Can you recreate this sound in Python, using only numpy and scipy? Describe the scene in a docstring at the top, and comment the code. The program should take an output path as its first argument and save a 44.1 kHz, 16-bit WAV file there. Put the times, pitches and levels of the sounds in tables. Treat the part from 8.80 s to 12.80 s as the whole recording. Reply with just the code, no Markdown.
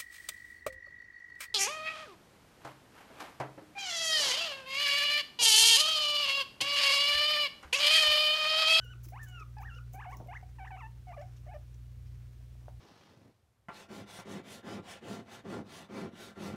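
"""A quiet room with a mains hum, close to a cage of squeaking guinea pigs.
Each squeak is a whistled harmonic tone, filtered by the throat, that swoops up from a low note;
the first ones trail off high. Hay and paper bedding crackle in clusters of tiny snaps, with soft
chewing among them. Paws pad and shuffle, and a few knocks excite the plastic tray's damped modes."""
import sys
import numpy as np
from scipy import signal
from scipy.fft import rfft, irfft
from scipy.io import wavfile
from scipy.ndimage import uniform_filter1d

SR = 44100
rng = np.random.default_rng(int(sys.argv[2]) if len(sys.argv) > 2 else 0)


def output_pcm(signal):
    """Save a mono or channel-first signal as 16-bit PCM at the path in sys.argv[1].

    Samples are clipped to [-1, 1] before scaling.
    """
    pcm = np.clip(np.atleast_2d(signal).T, -1, 1) * 32767
    wavfile.write(sys.argv[1], SR, np.round(pcm).astype(np.int16))


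N = 176400

# One contour per squeak (time [s], pitch [Hz], source level [dB])
SQUEAK_CONTOURS = [
    [(0.0, 1509, -52), (0.041, 1492, -46.5), (0.071, 1400, -49.5), (0.105, 1500, -49), (0.128, 1479, -46),
     (0.142, 1200, -51)],
    [(0.321, 643, -54), (0.354, 899, -50.5), (0.374, 1117, -45), (0.39, 1509, -52), (0.399, 1762, -51),
     (0.414, 1817, -48.5), (0.46, 1690, -58), (0.47, 1501, -52), (0.52, 1454, -46), (0.576, 1385, -40.5),
     (0.583, 1341, -46.5), (0.622, 1252, -44.5), (0.634, 1086, -52)],
    [(0.767, 827, -51), (0.788, 860.5, -47), (0.812, 739, -51.5), (0.821, 883, -46.5), (0.84, 1312, -49),
     (0.859, 1820, -51), (0.875, 1897, -52), (0.897, 1541, -49), (0.914, 1360, -44.5), (0.942, 1378, -44.5),
     (0.955, 1419, -51), (0.981, 1463, -44.5), (0.995, 1160, -50.5)],
    [(1.139, 713, -53), (1.167, 805, -50.5), (1.174, 738, -52.5), (1.198, 862, -45.5), (1.212, 1222, -45.5),
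     (1.226, 1807, -51.5), (1.237, 1540, -49.5), (1.253, 927, -48.5), (1.266, 706, -46.5),
     (1.302, 766, -47.5), (1.313, 860, -51.5), (1.334, 1150, -45), (1.356, 870, -52)],
    [(1.483, 727, -50), (1.502, 702, -48), (1.525, 860, -47), (1.533, 989, -46), (1.564, 1980, -47),
     (1.572, 2194, -44.5), (1.58, 1675, -44)],
    [(1.627, 760, -51), (1.635, 745, -51.5), (1.647, 714, -61)],
    [(1.784, 980, -52), (1.8, 768, -50.5), (1.831, 769, -48), (1.843, 725, -50.5), (1.853, 960, -49.5),
     (1.869, 1580, -52), (1.877, 1950, -44.5), (1.888, 1520, -53)],
    [(1.905, 932, -46.5), (1.92, 750, -49), (1.949, 762, -48), (1.963, 715, -52), (1.978, 1244, -52.5),
     (1.986, 1390, -51), (2.0, 1312, -49), (2.018, 968, -48.5), (2.038, 864, -49.5), (2.073, 919, -51)],
    [(2.269, 736, -56.5), (2.296, 729, -49.5), (2.318, 670, -48.5), (2.334, 1155, -54.5),
     (2.343, 1230, -44.5), (2.354, 1130, -52)],
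    [(2.365, 787, -53), (2.383, 564.5, -47), (2.407, 590, -52), (2.427, 787, -49.5), (2.437, 710, -54.5),
     (2.465, 756, -76)],
    [(2.664, 705, -58), (2.677, 558, -57), (2.687, 747, -54), (2.7, 709, -50), (2.717, 842, -55.5),
     (2.731, 860, -48), (2.743, 634, -50.5), (2.751, 591.4, -50.5), (2.772, 602, -53.5)],
]
# Source spectrum, from the fundamental up (relative level [dB])
HARMONICS_DB = [0, -9, -12, -18, -18, -48, -43, -52]
# Brightness of each squeak (overtone tilt [dB/octave])
OVERTONE_TILTS = [1.4, -1.4, -2, -0.46, 0.61, -2.2, 2.1, 1.8, -0.4, -0.98, -0.53]
# Throat response (frequency [Hz], gain [dB])
THROAT = [(400, -19), (600, 3), (740, 0.5), (850, -1.5), (1250, -6), (1700, -1.5), (1950, 0), (2200, -0.5),
          (2500, -3), (2900, -4.5), (3500, 4), (4600, -20.5), (5700, 6.5), (6400, 3), (7100, 4),
          (9000, -15), (15000, -10)]
# Splitting of the voice by period doubling (time [s], modulation depth [dB])
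VOICE_SPLIT = [(.45, -40), (.485, 0), (.54, -10), (.6, -38)]
ATTACK_S, RELEASE_S = 0.0021, 0.0041
JITTER, JITTER_HZ, SHIMMER_DB, SHIMMER_HZ, RASP_DB = 0.0088, 202, 1.22, 87, -24
SHELF_HZ, SHELF_WIDTH_HZ, SHELF_DB = 3056, 70, -22
NOTCH_HZ, NOTCH_WIDTH_HZ, NOTCH_DB = 1425, 89, -15


def squeaks():
    """Source and filter: harmonics glide through a fixed throat. Returns direct and room-bound sound."""
    direct, to_room = np.zeros((2, N))
    jitter, shimmer, rasp = wander(JITTER_HZ), wander(SHIMMER_HZ), wander(1000)
    for contour, tilt in zip(SQUEAK_CONTOURS, OVERTONE_TILTS):
        times, pitch, source_db = np.transpose(contour)
        span = np.arange(int(times[0] * SR), int(times[-1] * SR))
        t = span / SR
        hz = np.interp(t, times, pitch) * (1 + JITTER * jitter[span])
        phase = 2 * np.pi * np.cumsum(hz) / SR
        release = np.clip((t[-1] - t) / RELEASE_S, 0, 1)
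        effort = amp(np.interp(t, times, source_db) + SHIMMER_DB * shimmer[span])
        level = np.sqrt(2) * release * effort * (1 + amp(RASP_DB) * rasp[span])
        # Modulating the fundamental at half pitch puts sidebands at 1/2 and 3/2 of it.
        split = amp(np.interp(t, *np.transpose(VOICE_SPLIT))) * np.cos(phase / 2)
        for k, db in enumerate(HARMONICS_DB, 1):
            shelf_db = SHELF_DB * (1 + np.tanh((k * hz - SHELF_HZ) / SHELF_WIDTH_HZ)) / 2
            throat_db = lookup(THROAT, k * hz) + shelf_db
            onset = np.clip((t - t[0]) / (k * ATTACK_S), 0, 1)  # higher harmonics rise more slowly
            weight = 1 + split if k == 1 else amp(tilt * np.log2(k))
            partial = onset * level * weight * amp(db + throat_db) * np.sin(k * phase)
            to_room[span] += partial
            # Destructive interference: a reflection cancels one band of the direct sound.
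            notch_db = NOTCH_DB * np.exp(-((k * hz - NOTCH_HZ) / NOTCH_WIDTH_HZ) ** 2)
            direct[span] += partial * amp(notch_db)
    return direct, to_room


# Crunches of hay and bedding (time [s], duration [s], level [dB], tilt [dB/octave])
CRUNCHES = [(0.043, 0.0092, -61, 4), (.229, 0.033, -57, 0), (.285, 0.0074, -54.5, -2.5),
            (.293, .025, -64, 3), (0.417, 0.006, -66, -1.5), (0.427, 0.022, -55.5, -1),
            (0.477, 0.027, -64, -3), (0.8, 0.038, -65.5, 0.5), (1.124, 0.034, -59.5, -1.5),
            (1.29, 0.064, -68.5, -3), (1.2974, .005, -54, -6), (1.368, 0.0064, -57, 0),
            (1.371, 0.027, -73, -15), (1.471, 0.0041, -64.5, -3)]
# Soft chews (time [s], duration [s], level [dB])
CHEWS = [(0.591, 0.023, -65), (0.782, 0.0077, -63), (0.932, 0.058, -72), (2.392, 0.014, -71),
         (2.412, 0.012, -67.5), (2.561, 0.023, -70), (2.74, 0.018, -73), (2.942, 0.0072, -68),
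         (3.259, 0.025, -75)]
# Spectra of a crunch, a chew and stirring bedding (frequency [Hz], relative level [dB])
HAY_SPECTRUM = [(300, -14), (1000, -9), (2500, -8), (3600, -15), (5000, -7.5), (6200, 2), (8000, -6.5),
                (10500, -4.5), (13000, -1.5), (16000, 1.5)]
CHEW_SPECTRUM = [(500, -22), (2600, 1.5), (3800, -8.5), (5300, 0.5), (6500, -6.5), (8500, -19.5),
                 (15000, -18)]
STIR_SPECTRUM = [(300, -0.5), (600, -2.5), (1200, 6), (2400, 3), (3800, -11), (5800, -2), (9000, -13),
                 (16000, -46)]
STIR_DB, STIRS_PER_S, STIR_SWELL_DB, STIR_SWELL_HZ = -78, 610, 3.5, 32


def hay():
    """Shot noise: dense clicks make crunches and chews, sparse ones a faint continual stirring."""
    stirring = snaps(STIRS_PER_S) * amp(STIR_SWELL_DB * wander(STIR_SWELL_HZ))
    out = amp(STIR_DB) * colour(stirring, STIR_SPECTRUM)
    for start, duration, db, tilt in CRUNCHES:
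        add(out, start, amp(db) * crunch(duration, HAY_SPECTRUM, tilt))
    for start, duration, db in CHEWS:
        add(out, start, amp(db) * crunch(duration, CHEW_SPECTRUM))
    return out


def crunch(duration, spectrum, tilt=0, rise_fraction=0.34, fade_db=-7, stalk_db=4.5):
    """Brittle fracture: a cluster of snaps swells and fades, each stalk with its own bright bands."""
    progress = np.arange(0, duration, 1 / SR) / duration
    n = len(progress)
    envelope = np.minimum(progress / rise_fraction, 1) * amp(fade_db * progress)
    burst = np.pad(snaps(per_s=4000)[:n] * envelope, (0, SR // 10))
    bands = signal.stft(burst, nperseg=128)[2]
    stalks = uniform_filter1d(rng.standard_normal((len(bands), 256)), size=3, axis=0)  # across bands
    stalks = unit(uniform_filter1d(stalks, size=6, axis=1))  # along time
    burst = signal.istft(bands * amp(stalk_db * stalks[:, :bands.shape[1]]), nperseg=128)[1]
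    return unit(colour(burst, spectrum, tilt)[:n])


def snaps(per_s, spread_db=3):
    """A Poisson process: independent clicks of uneven size and random sign."""
    size = amp(spread_db * np.minimum(rng.exponential(1, N), 4))
    return size * rng.choice([-1, 1], N) * (rng.random(N) < per_s / SR)


# Knocks on the tray (time [s], level [dB])
KNOCKS = [(1.401, -42.5), (1.409, -48), (3.607, -62), (3.753, -59), (3.882, -39), (3.903, -63)]
# Modes of the tray (frequency [Hz], relative level [dB], 60 dB decay time [s])
TRAY_MODES = [(621, -1.5, 0.023), (712, 4, 0.017), (860, -3, 0.013), (1430, -2, 0.0089)]


def tray(rise_s=0.0014):
    """Modal vibration: each knock excites the same damped resonances of the plastic."""
    out, t = np.zeros(N), np.arange(SR // 10) / SR
    ring = sum(amp(db - 60 * t / t60) * np.sin(2 * np.pi * hz * t) for hz, db, t60 in TRAY_MODES)
    ring *= 1 - np.exp(-t / rise_s)
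    for start, db in KNOCKS:
        add(out, start, amp(db) * ring)
    return out


# Footfalls (time [s], level [dB], frequency [Hz])
FOOTFALLS = [(.046, -58, 472), (0.149, -59.5, 350), (0.265, -53, 330), (0.607, -57, 410), (0.964, -59, 483),
             (1.183, -59, 372), (1.46, -54, 580)]
# Shuffles on the tray floor (time [s], duration [s], level [dB])
SHUFFLES = [(1.133, 0.032, -59.5), (1.31, 0.1, -62.5), (1.397, 0.035, -52), (1.419, 0.084, -63.5),
            (3.795, 0.125, -72)]
# Spectrum of a shuffle (frequency [Hz], relative level [dB])
SHUFFLE_SPECTRUM = [(40, -2), (90, -1), (170, 5), (300, 2), (450, -3.5), (620, -3.5), (1050, -8.5),
                    (1500, -40.5), (3000, -34), (8000, -45)]


def paws(rise_s=0.0037):
    """Impact and friction: a footfall is one damped tone, a shuffle a swell of dull noise."""
    out, t = np.zeros(N), np.arange(SR // 10) / SR
    envelope = t / rise_s * np.exp(1 - t / rise_s)
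    for start, db, hz in FOOTFALLS:
        add(out, start, amp(db) * envelope * np.sin(2 * np.pi * hz * t))
    for start, duration, db in SHUFFLES:
        n = int(duration * SR)
        friction = colour(rng.standard_normal(N), SHUFFLE_SPECTRUM)[:n]
        add(out, start, amp(db) * unit(friction * signal.windows.tukey(n, 0.5)))
    return out


# Reverberant field (frequency [Hz], 60 dB decay time [s], gain [dB])
REVERBERATION = [(200, 0.1, -29), (750, 0.3, -8), (890, 0.27, -7), (1500, 0.23, -8.5), (2330, 0.14, -15),
                 (3000, 0.29, -13), (5560, 0.24, -3), (15000, 0.18, -7.5)]


def room(sound, rise_s=0.008):
    """Diffuse reverberation: convolution with a noise tail, each band decaying at its own rate."""
    hz, t, bands = signal.stft(rng.standard_normal(SR // 2), SR, nperseg=256)
    t60 = lookup(REVERBERATION, hz)[:, None]
    gain_db = lookup(REVERBERATION, hz, column=2)[:, None]
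    unit_energy = np.sqrt(2 * np.log(1000) / (t60 * SR))
    tail = signal.istft(bands * amp(gain_db - 60 * t / t60) * unit_energy, SR, nperseg=256)[1]
    build_up = np.minimum(np.arange(len(tail)) / SR / rise_s, 1)
    return signal.fftconvolve(sound, tail * build_up)[:N]


# Mains hum and motor drone (frequency [Hz], rms level [dB], rms waver [dB])
HUM_LINES = [(59.64, -51.5, 1.43), (119.7, -50, 1.55), (86, -66, 6)]
# Spectrum of the room noise (frequency [Hz], relative level [dB])
AIR_SPECTRUM = [(15, -16), (33, -24), (48, 10), (75, 5.5), (105, 7), (140, -0.5), (170, -3.5), (250, -12.5),
                (330, -12.5), (500, -16.5), (900, -26), (2000, -26), (3500, -27), (6500, -31.5),
                (8000, -33), (9500, -31), (10300, -36), (12500, -33), (15500, -37)]
WAVER_HZ, OVERTONE_HZ, OVERTONE_DB, AIR_DB = 3.26, 239.4, -80, -58.5


def background():
    """Line and continuous spectra: mains hum and a motor's drone lie over low room noise."""
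    t = np.arange(N) / SR
    hum = amp(OVERTONE_DB) * np.sin(2 * np.pi * OVERTONE_HZ * t)  # one faint, steady overtone
    for hz, db, waver_db in HUM_LINES:
        level = amp(db + waver_db * wander(WAVER_HZ))
        hum += level * np.sin(2 * np.pi * (hz * t + rng.random()))
    return np.sqrt(2) * hum + amp(AIR_DB) * colour(rng.standard_normal(N), AIR_SPECTRUM)


def amp(db):
    """Decibels to amplitude ratio."""
    return 10 ** (np.asarray(db) / 20)


def unit(x):
    """Normalisation to rms 1."""
    return x / np.sqrt(np.mean(x ** 2) + 1e-20)


def lookup(points, hz, column=1):
    """Interpolation of a table column along log frequency."""
    table = np.array(points, float)
    return np.interp(np.log(hz + 1), np.log(table[:, 0] + 1), table[:, column])


def add(mix, start, sound):
    """Superposition of a sound on the mix from a start time [s]."""
    part = mix[round(start * SR):][:len(sound)]
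    part += sound[:len(part)]


def colour(x, spectrum, tilt=0):
    """Linear filtering by a spectrum and a tilt [dB/octave]; rms 1."""
    hz = np.fft.rfftfreq(len(x), 1 / SR)
    gain_db = lookup(spectrum, hz) + tilt * np.log2((hz + 1) / 7000)
    return unit(irfft(rfft(x) * amp(gain_db), len(x)))


def wander(rate_hz):
    """Low-pass noise: random motion up to about the given rate; rms 1."""
    hz = np.fft.rfftfreq(N, 1 / SR)
    return unit(irfft(rfft(rng.standard_normal(N)) * np.exp(-(hz / rate_hz) ** 2), N))


def scene():
    """Superposition: direct squeaks and cage noises, their reverberation and the background."""
    direct, to_room = squeaks()
    cage = hay() + tray() + paws()
    return (direct + cage + room(to_room + cage) + background())[None]


def record(dry, cutoff_hz=15830):
    """Band limiting: a low-pass filter removes the highest treble."""
    low_pass = signal.firwin(1023, cutoff_hz, window=("kaiser", 9), fs=SR)
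    return signal.oaconvolve(dry, low_pass[None], "same")


dry = scene()
out = record(dry)
output_pcm(out)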